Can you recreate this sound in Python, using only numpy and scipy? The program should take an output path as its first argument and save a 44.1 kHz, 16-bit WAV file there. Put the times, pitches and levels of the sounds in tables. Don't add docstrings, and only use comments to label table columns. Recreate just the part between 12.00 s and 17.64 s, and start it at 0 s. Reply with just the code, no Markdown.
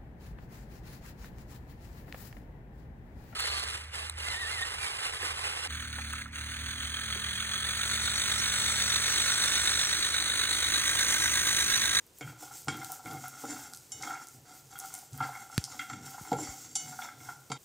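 import sys
import numpy as np
from scipy import signal
from scipy.fft import rfft, irfft, next_fast_len
from scipy.io import wavfile
from scipy.ndimage import map_coordinates

SR = 44100
rng = np.random.default_rng(int(sys.argv[2]) if len(sys.argv) > 2 else 0)


def bounce(signal):
    frames = np.transpose(np.atleast_2d(signal))
    limited = np.clip(frames, -1, 1)
    pcm = np.round(limited * 32767).astype(np.int16)
    wavfile.write(sys.argv[1], SR, pcm)


N = 248723
TOP_HZ = 15700
PAN_CUT_S = 5.577
HAND_RATE_HZ, HAND_DEPTH_DB = 22, 3


def amp(db):
    return 10 ** (np.asarray(db) / 20)


def unit(x):
    return x / np.sqrt(np.mean(x ** 2) + 1e-20)


def along(points, hz):
    f, value = np.transpose(points)
    return np.interp(np.log(hz + 1), np.log(f), value)


def filtered(x, gain):
    size = next_fast_len(N + SR // 2)
    hz = np.fft.rfftfreq(size, 1 / SR)
    return irfft(rfft(x, size) * gain(hz), size)[..., :N]


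def coloured(x, spectrum):
    return unit(filtered(x, lambda hz: amp(along(spectrum, hz))))


def add(track, start_s, sound):
    part = track[max(round(start_s * SR), 0):][:len(sound)]
    part += sound[:len(part)]


def grains(rate_hz, spread_db):
    size = amp(spread_db * np.clip(rng.standard_normal(N), -2, 2))
    signed = size * rng.choice([-1, 1], N)
    return unit(signed * (rng.random(N) < rate_hz / SR))


def wavering(rate_hz, depth_db):
    knots = rng.standard_normal(4000)
    return amp(depth_db * map_coordinates(knots, [np.arange(N) * rate_hz / SR]))


def effort(starts_s, lengths_s, levels_db, attack_s, sag_db_per_s, release_db_per_s):
    power = np.zeros(N)
    t = np.arange(SR) / SR
    for start_s, length_s, db in zip(starts_s, lengths_s, levels_db):
        fall_db = sag_db_per_s * t + release_db_per_s * np.maximum(t - length_s, 0)
        gain = np.minimum(t / attack_s, 1) * amp(db - fall_db)
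        add(power, start_s, gain ** 2)
    return np.sqrt(power)


def snap(low_hz, high_hz, t60_s, spray_db):
    t = np.arange(SR // 20) / SR
    envelope = amp(-60 * t / t60_s) + amp(spray_db - 60 * t / 0.12)
    burst = rng.choice([-1, 1], len(t)) * envelope
    edges_hz = np.clip([low_hz, high_hz], 300, TOP_HZ)
    band = signal.butter(2, edges_hz, "bandpass", fs=SR, output="sos")
    click = signal.sosfilt(band, burst)
    return click / abs(click).max()


def excited(ring, low_hz, high_hz, onset_s):
    contact_cycles = 0.33
    edges_hz = np.clip([low_hz, high_hz], 30, TOP_HZ)
    band = signal.butter(3, edges_hz, "bandpass", fs=SR, output="sos")
    part = signal.sosfilt(band, ring)
    part = part * (1 - np.exp(-np.arange(len(ring)) / SR * low_hz / contact_cycles))
    return part / part[:round(onset_s * SR)].std()


def touched(ring, rise_s, damping_db_per_s):
    t = np.arange(len(ring)) / SR
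    return ring * (1 - np.exp(-t / rise_s)) * amp(-damping_db_per_s * t)


def ringing(modes, vary_db, detune):
    t = np.arange(SR * 2 // 5) / SR
    hz, db, t60_s = np.transpose(modes)[:, :, None]
    hz = hz * (1 + detune * rng.standard_normal(hz.shape))
    strength = amp(db + vary_db * rng.standard_normal(hz.shape)) * rng.choice([-1, 1], hz.shape)
    t = t[:round(t60_s.max() * SR)]
    partials = strength * amp(-60 * t / t60_s) * np.sin(2 * np.pi * hz * t)
    return partials.sum(0)


# f/Hz, relative level/dB
AIR_SPECTRUM = [(20, -22), (50, -2.5), (110, 4.5), (220, -3.5), (380, 0.5), (600, -5.5), (2000, -12.5),
                (5000, -16), (16000, -26)]


def kitchen_air():
    return amp(-64.5) * coloured(rng.standard_normal(N), AIR_SPECTRUM)


# f/Hz, relative level/dB
SIDE_SPECTRUM = [(30, -10), (200, 2.5), (700, -5), (4000, -7), (6000, -17), (8000, -45), (15000, -24)]


def side_hiss():
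    return amp(-72) * coloured(rng.standard_normal(N), SIDE_SPECTRUM)


# f/Hz, t60/s
KITCHEN_DECAY = [(100, 0.42), (1000, 0.5), (5000, 0.56), (15000, 0.045)]


def kitchen(x):
    hz, t, cells = signal.stft(rng.standard_normal(SR // 2), SR, nperseg=256)
    decay = amp(-60 * t / along(KITCHEN_DECAY, hz)[:, None])
    tail = signal.istft(cells * decay, SR, nperseg=256)[1]
    return signal.fftconvolve(x, tail / np.linalg.norm(tail))[:N]


# start t/s, length/s, scrape level/dB, tumble level/dB, sizzle level/dB
SPATULA_STROKES = [(0.187, 0.31, -65, -52.5, -69.5), (0.368, 0.078, -53.5, -51.5, -52.5),
                   (0.505, 0.04, -51.5, -63, -46.5), (0.678, 0.11, -50, -47, -56.5),
                   (0.785, 0.15, -59, -49, -50), (1.025, 0.15, -56.5, -46.5, -51),
                   (1.187, 0.24, -52, -50, -56), (1.37, 0.21, -51.5, -52.5, -58),
                   (1.469, 0.13, -44, -45, -52.5), (1.603, 0.063, -48, -48.5, -53),
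                   (1.896, 0.1, -53, -52, -59), (1.992, 0.15, -48, -43.5, -55),
                   (2.187, 0.032, -50.5, -87, -64), (2.442, 0.12, -58.5, -55.5, -57),
                   (2.694, 0.038, -54.5, -54.5, -73), (2.768, 0.11, -56.5, -49, -50.5),
                   (2.88, 0.098, -54.5, -53.5, -51), (3.103, 0.22, -66, -53.5, -55),
                   (3.202, 0.061, -46.5, -39, -55.5), (3.314, 0.11, -53, -51, -58),
                   (3.492, 0.15, -49.5, -52.5, -60), (3.65, 0.17, -50, -53, -57),
                   (3.85, 0.26, -58, -53, -61.5), (4.022, 0.13, -49.5, -49, -58.5),
                   (4.167, 0.18, -54.5, -51, -56.5), (4.352, 0.17, -43, -51.5, -51.5),
                   (4.538, 0.36, -53.5, -84, -90), (4.776, 0.24, -49, -49, -54.5),
                   (4.964, 0.13, -56, -46, -71), (5.168, 0.17, -53.5, -52.5, -58.5)]
# t/s, level/dB
SIZZLE_FLOOR = [(0, -67.5), (.5, -59), (2.3, -60), (5.6, -63)]


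def frying():
    starts_s, lengths_s, _, _, sizzle_db = np.transpose(SPATULA_STROKES)
    idle_db = np.interp(np.arange(N) / SR, *np.transpose(SIZZLE_FLOOR))
    swell = effort(starts_s, lengths_s, sizzle_db, attack_s=0.053, sag_db_per_s=2, release_db_per_s=95)
    return np.hypot(swell, amp(idle_db))


# f/Hz, relative level/dB
SIZZLE_SPECTRUM = [(700, -33), (2500, -5), (4000, -4.5), (5200, 1), (6500, 5.5), (7600, 7), (9500, 2),
                   (11500, -7), (13500, 5), (15500, -1.5)]


def sizzle():
    fine = grains(rate_hz=6000, spread_db=2.5)
    coarse = grains(rate_hz=600, spread_db=2.0)
    fizz = coloured(fine + 0.28 * coarse, SIZZLE_SPECTRUM)
    return wavering(HAND_RATE_HZ, HAND_DEPTH_DB) * frying() * fizz


# t/s, peak level/dB, centre f/Hz
FAT_POPS = [(0.066, -45, 14500), (0.1864, -33, 13000), (0.6462, -34, 13000), (0.771, -33, 11500),
            (0.8463, -33, 13400), (0.9198, -20.5, 11500), (1.07, -38, 10500), (1.133, -31, 12000),
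            (1.246, -42, 12500), (1.282, -28, 12500), (1.7359, -25.5, 7500), (1.748, -31, 6500),
            (1.762, -36, 11000), (1.773, -32, 8100), (2.025, -26.5, 6200), (2.2397, -38, 7400),
            (2.271, -32, 7500), (2.286, -31.5, 8600), (2.738, -39, 12000), (2.782, -34, 13000),
            (2.7892, -23.5, 12300), (2.798, -27, 9000), (2.801, -26.5, 8000), (2.9405, -22.5, 9900),
            (2.951, -26.5, 8100), (2.979, -37, 9500), (2.989, -31, 10800), (3.132, -36.5, 6800),
            (3.1774, -30, 12600), (3.6407, -19.5, 6500), (3.6495, -25.5, 6860), (3.6535, -30, 6300),
            (4.064, -37, 9000), (4.107, -35, 12500), (4.242, -40, 11500), (4.268, -37, 11500),
            (4.328, -37, 13000), (4.367, -38, 14000)]


def faint_spits():
    rate_hz, over_sizzle_db, spread_db = 50, 8.5, 3
    centre_range_hz = (5850, 12600)
    frying_db = 20 * np.log10(frying())
    chance = rng.random((400, 4))
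    spits = []
    for when, size, pitch, luck in chance:
        if luck < rate_hz * N / SR / len(chance):
            db = frying_db[int(when * N)] + over_sizzle_db + spread_db * size ** 2
            spits.append((when * N / SR, db, np.interp(pitch, [0, 1], centre_range_hz)))
    return spits


def pops():
    out = np.zeros(N)
    for start_s, db, hz in FAT_POPS + faint_spits():
        add(out, start_s, amp(db) * snap(hz * 0.68, hz * 1.34, t60_s=0.0024, spray_db=-22.5))
    return out


# centre f/Hz, width/Hz (before squaring), level/dB
PAN_FAMILIES = [(140, 49, 5), (271, 355, 0.5), (508, 320, -1.5), (802, 275, 8.5), (1392, 296, 9.5),
                (2120, 490, 4), (2720, 740, -2.5), (3634, 2300, -3), (5560, 860, -0.5), (6350, 1340, 0.5),
                (7330, 730, 2), (9130, 1300, -2), (10750, 700, -0.5)]


def families(hz):
    valley_db = -14
    centre_hz, width_hz, db = np.transpose(PAN_FAMILIES)[:, :, None]
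    resonance = 1j * hz * width_hz / (centre_hz ** 2 - hz ** 2 + 1j * hz * width_hz)
    return amp(valley_db) + (amp(db) * resonance ** 2).sum(0)


# f/Hz, level/dB, t60/s
PAN_MODES = [(130.4, -2, 0.2), (247.6, -5, 0.12), (294.7, -3, 0.098), (459.5, -7, 0.084), (573, -15, 0.21),
             (755.7, 3.5, 0.085), (821.5, -1.5, 0.063), (916, -10, 0.024), (1011, -15.5, 0.13),
             (1303, -8.5, 0.049), (1354.5, -2.5, 0.14), (1392.5, 5.5, 0.042), (1526, -14.5, 0.022),
             (2037, -6, 0.041), (2094, -6.5, 0.065), (2168, -6, 0.11), (2380, -14, 0.11), (2772, -17, 0.12),
             (3250, -3, 0.072), (3380, -2, 0.033), (3646, -8.5, 0.13), (4630, -3.5, 0.08),
             (5420, -7.5, 0.051), (5599, -7.5, 0.051), (6200, -1.5, 0.04), (6720, 3.5, 0.028),
             (7330, 4.5, 0.083), (7620, -3.5, 0.03), (8800, -6, 0.063), (9500, -3.5, 0.032),
             (10800, -11, 0.041)]


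def pan_rings(count, rattle_db, rattle_t60_s, vary_db):
    load_detune = 0.0098
    t = np.arange(SR // 4) / SR
    response = families(np.fft.rfftfreq(len(t), 1 / SR))
    noise = irfft(rfft(rng.standard_normal((count, len(t)))) * response, len(t))
    rings = amp(rattle_db - 60 * t / rattle_t60_s) * noise
    for ring in rings:
        add(ring, 0, ringing(PAN_MODES, vary_db, load_detune))
    return rings


def driven(force, spectrum, broad_db, count=48):
    place = np.linspace(0, count - 1, N)
    ring = np.zeros(N)
    answers = pan_rings(count, rattle_db=1.0, rattle_t60_s=0.016, vary_db=2.5)
    for k, answer in enumerate(answers):
        near = np.flatnonzero(abs(place - k) < 1)
        push = force[near] * np.sqrt(1 - abs(place[near] - k))
        add(ring, near[0] / SR, signal.fftconvolve(push, answer))
    broad = amp(broad_db) * unit(filtered(force, families))
    force_rms = np.sqrt(np.mean(force ** 2))
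    return coloured(unit(ring) + broad, spectrum) * force_rms


# start t/s, length/s, shudder level/dB, judder level/dB
PAN_SHOVES = [(0.216, 0.073, -48.5, -51.5), (0.665, 0.13, -48, -49), (1.041, 0.097, -41.5, -49),
              (1.43, 0.21, -64, -51.5), (1.935, 0.046, -50, -62), (2.336, 0.022, -51.5, -61),
              (3.116, 0.14, -51, -61), (3.897, 0.14, -48.5, -56.5), (4.33, 0.075, -50, -46),
              (4.816, 0.13, -55, -81), (5.12, 0.11, -57, -60.5)]
# f/Hz, relative level/dB
SHUDDER_SPECTRUM = [(30, -26), (70, 4.5), (130, 6.5), (300, -7.5), (550, -12.5), (750, -16), (1500, -54)]
JUDDER_SPECTRUM = [(100, -20), (220, 4), (310, 4.5), (450, -6), (650, -7.5), (1200, -50)]
TUMBLE_SPECTRUM = [(200, -62), (550, -2), (750, 1.5), (1400, 0.5), (2200, -6), (3500, -7.5), (5000, -6),
                   (9000, -69)]
SCRAPE_SPECTRUM = [(500, -15), (1300, -12.5), (1800, -5), (2800, -5), (4200, -4), (5500, 4), (7500, 1),
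                   (10000, -5), (14000, -8)]


def stirring():
    starts_s, lengths_s, scrape_db, tumble_db, _ = np.transpose(SPATULA_STROKES)
    pressure = wavering(HAND_RATE_HZ, HAND_DEPTH_DB)
    sliding = pressure * effort(starts_s, lengths_s, scrape_db,
                                attack_s=0.036, sag_db_per_s=26, release_db_per_s=330)
    tumbling = pressure * effort(starts_s, lengths_s, tumble_db,
                                 attack_s=0.042, sag_db_per_s=14.3, release_db_per_s=155)

    shove_starts_s, shove_lengths_s, shudder_db, judder_db = np.transpose(PAN_SHOVES)
    shove_shape = dict(attack_s=0.014, sag_db_per_s=13, release_db_per_s=177)
    push = effort(shove_starts_s, shove_lengths_s, shudder_db, **shove_shape)
    drag = effort(shove_starts_s, shove_lengths_s, judder_db, **shove_shape)
    resting = amp(-66.5) * (np.arange(N) / SR > starts_s[0])

    shaking = np.hypot(push, resting) * grains(rate_hz=540, spread_db=-0.5)
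    shudder = driven(shaking, SHUDDER_SPECTRUM, broad_db=5.5)
    dragging = np.hypot(amp(-6.5) * sliding, drag) * grains(rate_hz=580, spread_db=-0.5)
    judder = driven(dragging, JUDDER_SPECTRUM, broad_db=5.0)
    patter = tumbling * grains(rate_hz=230, spread_db=2.0)
    nuts = amp(-3.0) * driven(patter, TUMBLE_SPECTRUM, broad_db=-2.0)
    catching = wavering(150, 1.5)
    grinding = sliding * catching * grains(rate_hz=1600, spread_db=1.5)
    scrape = driven(grinding, SCRAPE_SPECTRUM, broad_db=0.5)
    return shudder + judder + nuts + scrape


# t/s, ring level/dB, ring centre f/Hz, thump level/dB, thump centre f/Hz,
# edge click level/dB, ring build-up/s, damping by the blade/(dB/s)
BLADE_KNOCKS = [(0.209, -45, 1690, -46.5, 332, -51, 0.00031, 30),
                (0.672, -47, 950, -44, 220, -68, 0.00086, 200),
                (0.6827, -32, 1470, -37.5, 254, -38, 0.00033, 90),
                (0.742, -45, 1910, -54, 300, -57, .0005, 30),
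                (1.057, -44.5, 1600, -50.5, 274, -64, 0.0009, 23),
                (1.111, -47, 1310, -53, 276, -51.5, 0.0016, 30),
                (1.4354, -37, 860, -41.5, 328, -65, 0.0015, 60),
                (3.2031, -30.5, 960, -46, 327, -69, 0.0023, 60),
                (3.224, -41.5, 1800, -48, 140, -55, 0.0025, -1),
                (3.7924, -35.5, 2050, -59, 200, -47, 0.0013, 25),
                (3.898, -41.5, 1350, -55, 222, -48, 0.0021, 25),
                (3.931, -45, 1990, -47, 130, -52, 0.00072, 30),
                (4.3165, -27, 680, -31, 332, -59, 0.0021, 40),
                (4.329, -40.5, 1500, -33, 298, -45.5, 0.00054, 60),
                (4.755, -47, 1040, -60.5, 304, -36, 0.00039, 34),
                (5.5, -44.5, 815, -43.5, 280, -56, 0.0022, 150),
                (5.517, -36, 1580, -44, 266, -38.5, .0003, 952)]


def knocks():
    out = np.zeros(N)
    t = np.arange(SR // 10) / SR
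    thump_ratio = 2 ** 1
    crack_db, crack_t60_s, crack_hz = -9.5, 0.019, (2570, 5500)
    rings = pan_rings(len(BLADE_KNOCKS), rattle_db=6.0, rattle_t60_s=0.11, vary_db=3.5)
    for row, ring in zip(BLADE_KNOCKS, rings):
        start_s, ring_db, hz, thump_db, thump_hz, edge_db, rise_s, damping_db_per_s = row
        ring_ratio = 2 ** (0.66 * (hz / 1540) ** 0.52)
        struck = touched(ring, rise_s, damping_db_per_s)
        crack = amp(-60 * t / crack_t60_s) * rng.standard_normal(len(t))
        crack_level_db = (ring_db + edge_db) / 2 + crack_db
        add(out, start_s, amp(ring_db) * excited(struck, hz / ring_ratio, hz * ring_ratio, .012))
        thump = excited(ring, thump_hz / thump_ratio, thump_hz * thump_ratio, .025)
        add(out, start_s, amp(thump_db) * thump)
        add(out, start_s, amp(edge_db) * excited(ring, 3400, 9500, .012))
        add(out, start_s, amp(crack_level_db) * excited(crack, *crack_hz, .012))
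    return out


# t/s, level/dB, centre f/Hz
WALL_HITS = [(0.226, -47, 2020), (0.275, -47.5, 2010), (0.294, -54, 2100), (0.427, -48, 750),
             (0.453, -59, 720), (0.506, -49, 1170), (0.7, -47.5, 3200), (0.722, -49, 3000),
             (0.774, -46.5, 1700), (0.815, -43.5, 1430), (0.896, -44.5, 840), (0.919, -48.5, 850),
             (0.992, -52, 840), (1.073, -51, 1940), (1.153, -52, 836), (1.169, -50.5, 1660),
             (1.2385, -42.5, 1130), (1.241, -52, 2050), (1.255, -44, 1550), (1.453, -49.5, 1500),
             (1.565, -53, 1380), (1.734, -52.5, 1390), (2.031, -42.5, 1660), (2.073, -40, 900),
             (2.104, -36.5, 1300), (2.116, -50.5, 1400), (2.076, -51, 3000), (2.15, -47, 1710),
             (2.173, -49, 1950), (2.216, -50, 1160), (2.49, -57, 1000), (2.535, -63, 826),
             (2.755, -48, 1730), (2.758, -55, 2900), (2.772, -55, 2160), (2.84, -55, 1400),
             (2.92, -57, 850), (3.025, -55, 770), (3.184, -52, 1400), (3.2065, -44, 1980),
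             (3.237, -42, 1290), (3.249, -40, 845), (3.29, -44, 760), (3.328, -47, 1520),
             (3.351, -44.5, 1520), (3.372, -53, 1840), (3.416, -54, 1500), (3.498, -50, 880),
             (3.526, -51.5, 1500), (3.675, -53, 810), (3.722, -58, 1390), (3.811, -42, 1970),
             (4.078, -51, 1480), (4.143, -46, 880), (4.18, -44.5, 1110), (4.249, -51, 1400),
             (4.385, -41, 720), (4.4714, -48, 1470), (4.495, -51.5, 1460), (4.926, -51.5, 1230),
             (4.9886, -39, 1180), (5.0173, -45, 2700), (5.087, -45.5, 1590), (5.202, -57.5, 2240),
             (5.2865, -41.5, 1080), (5.289, -47.5, 2000), (5.5, -52, 3470)]


def nut_hits():
    out = np.zeros(N)
    ratio = 2 ** 0.55
    rings = pan_rings(len(WALL_HITS), rattle_db=3.5, rattle_t60_s=0.21, vary_db=4.5)
    for (start_s, db, hz), ring in zip(WALL_HITS, rings):
        damped = touched(ring, rise_s=0.00072, damping_db_per_s=124)
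        add(out, start_s, amp(db) * excited(damped, hz / ratio, hz * ratio, .012))
    return out


def left_tick():
    out = np.zeros(N)
    add(out, .8463, amp(-18) * snap(4000, 15500, t60_s=.0025, spray_db=-40))
    return out


# f/Hz, level/dB, t60/s
RIM_MODES = [(2170, -15, 0.64), (2960, -8, 0.32), (3245, -2, 0.029), (3735, -10, 0.39), (4540, -15.5, 0.48),
             (5460, -3, 0.13), (5600, 0.5, 0.14), (5932, -13, 0.21), (6310, 3, 0.17), (6470, 0.5, 0.11),
             (6940, -15, 0.3), (7446, -2.5, 0.19), (7200, 8, 0.18), (7630, -8.5, 0.19), (8450, -7, 0.15),
             (8860, -20, 0.45), (10140, -16, 0.25), (11070, -8, 0.17)]
# t/s, ring level/dB, clack level/dB
BLADE_RIM_TAPS = [(1.9188, -39.5, -45), (4.754, -33.5, -34), (4.7635, -41, -38)]


def rim_taps():
    out = np.zeros(N)
    clack_hz, clack_t60_s = (5100, 9600), 0.057
    t = np.arange(SR // 8) / SR
    for start_s, ring_db, clack_db in BLADE_RIM_TAPS:
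        ring = ringing(RIM_MODES, vary_db=1.5, detune=0)
        clack = amp(-60 * t / clack_t60_s) * rng.standard_normal(len(t))
        add(out, start_s, amp(ring_db) * excited(ring, 1000, TOP_HZ, .012))
        add(out, start_s, amp(clack_db) * excited(clack, *clack_hz, .012))
    return out


# t/s, level/dB, nominal f/Hz (glides from 1.52 to 0.42 times this),
# t60/s, tick peak level/dB
DULL_BUMPS = [(3.5795, -15.5, 140, 0.05, -12.5), (4.212, -39.5, 154, 0.089, -49),
              (4.489, -38, 110, 0.1, -48)]


def bumps():
    out = np.zeros(N)
    t = np.arange(SR // 8) / SR
    for start_s, db, hz, t60_s, tick_db in DULL_BUMPS:
        turns = np.cumsum(hz * (.42 + 1.1 * np.exp(-t / .007))) / SR
        envelope = amp(db - 60 * t / t60_s) * (1 - np.exp(-t / 0.00052))
        add(out, start_s, -envelope * np.sin(2 * np.pi * turns))
        add(out, start_s - .0006, amp(tick_db) * snap(1800, 7900, t60_s=0.0034, spray_db=-30.0))
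    return out


def scene():
    fat = sizzle() + pops()
    pan = stirring() + knocks() + nut_hits() + rim_taps()
    before_cut = np.arange(N) / SR < PAN_CUT_S
    pan_in_room = before_cut * (pan + amp(-9.5) * kitchen(pan))
    fat_in_room = fat + amp(-10) * kitchen(fat)
    mid = pan_in_room + fat_in_room + bumps() + kitchen_air()
    side = side_hiss()
    return np.array([mid + side + left_tick(), mid - side])


def record(dry):
    return filtered(dry, lambda hz: 1 / (1 + (hz / TOP_HZ) ** 160))


dry = scene()
out = record(dry)
bounce(out)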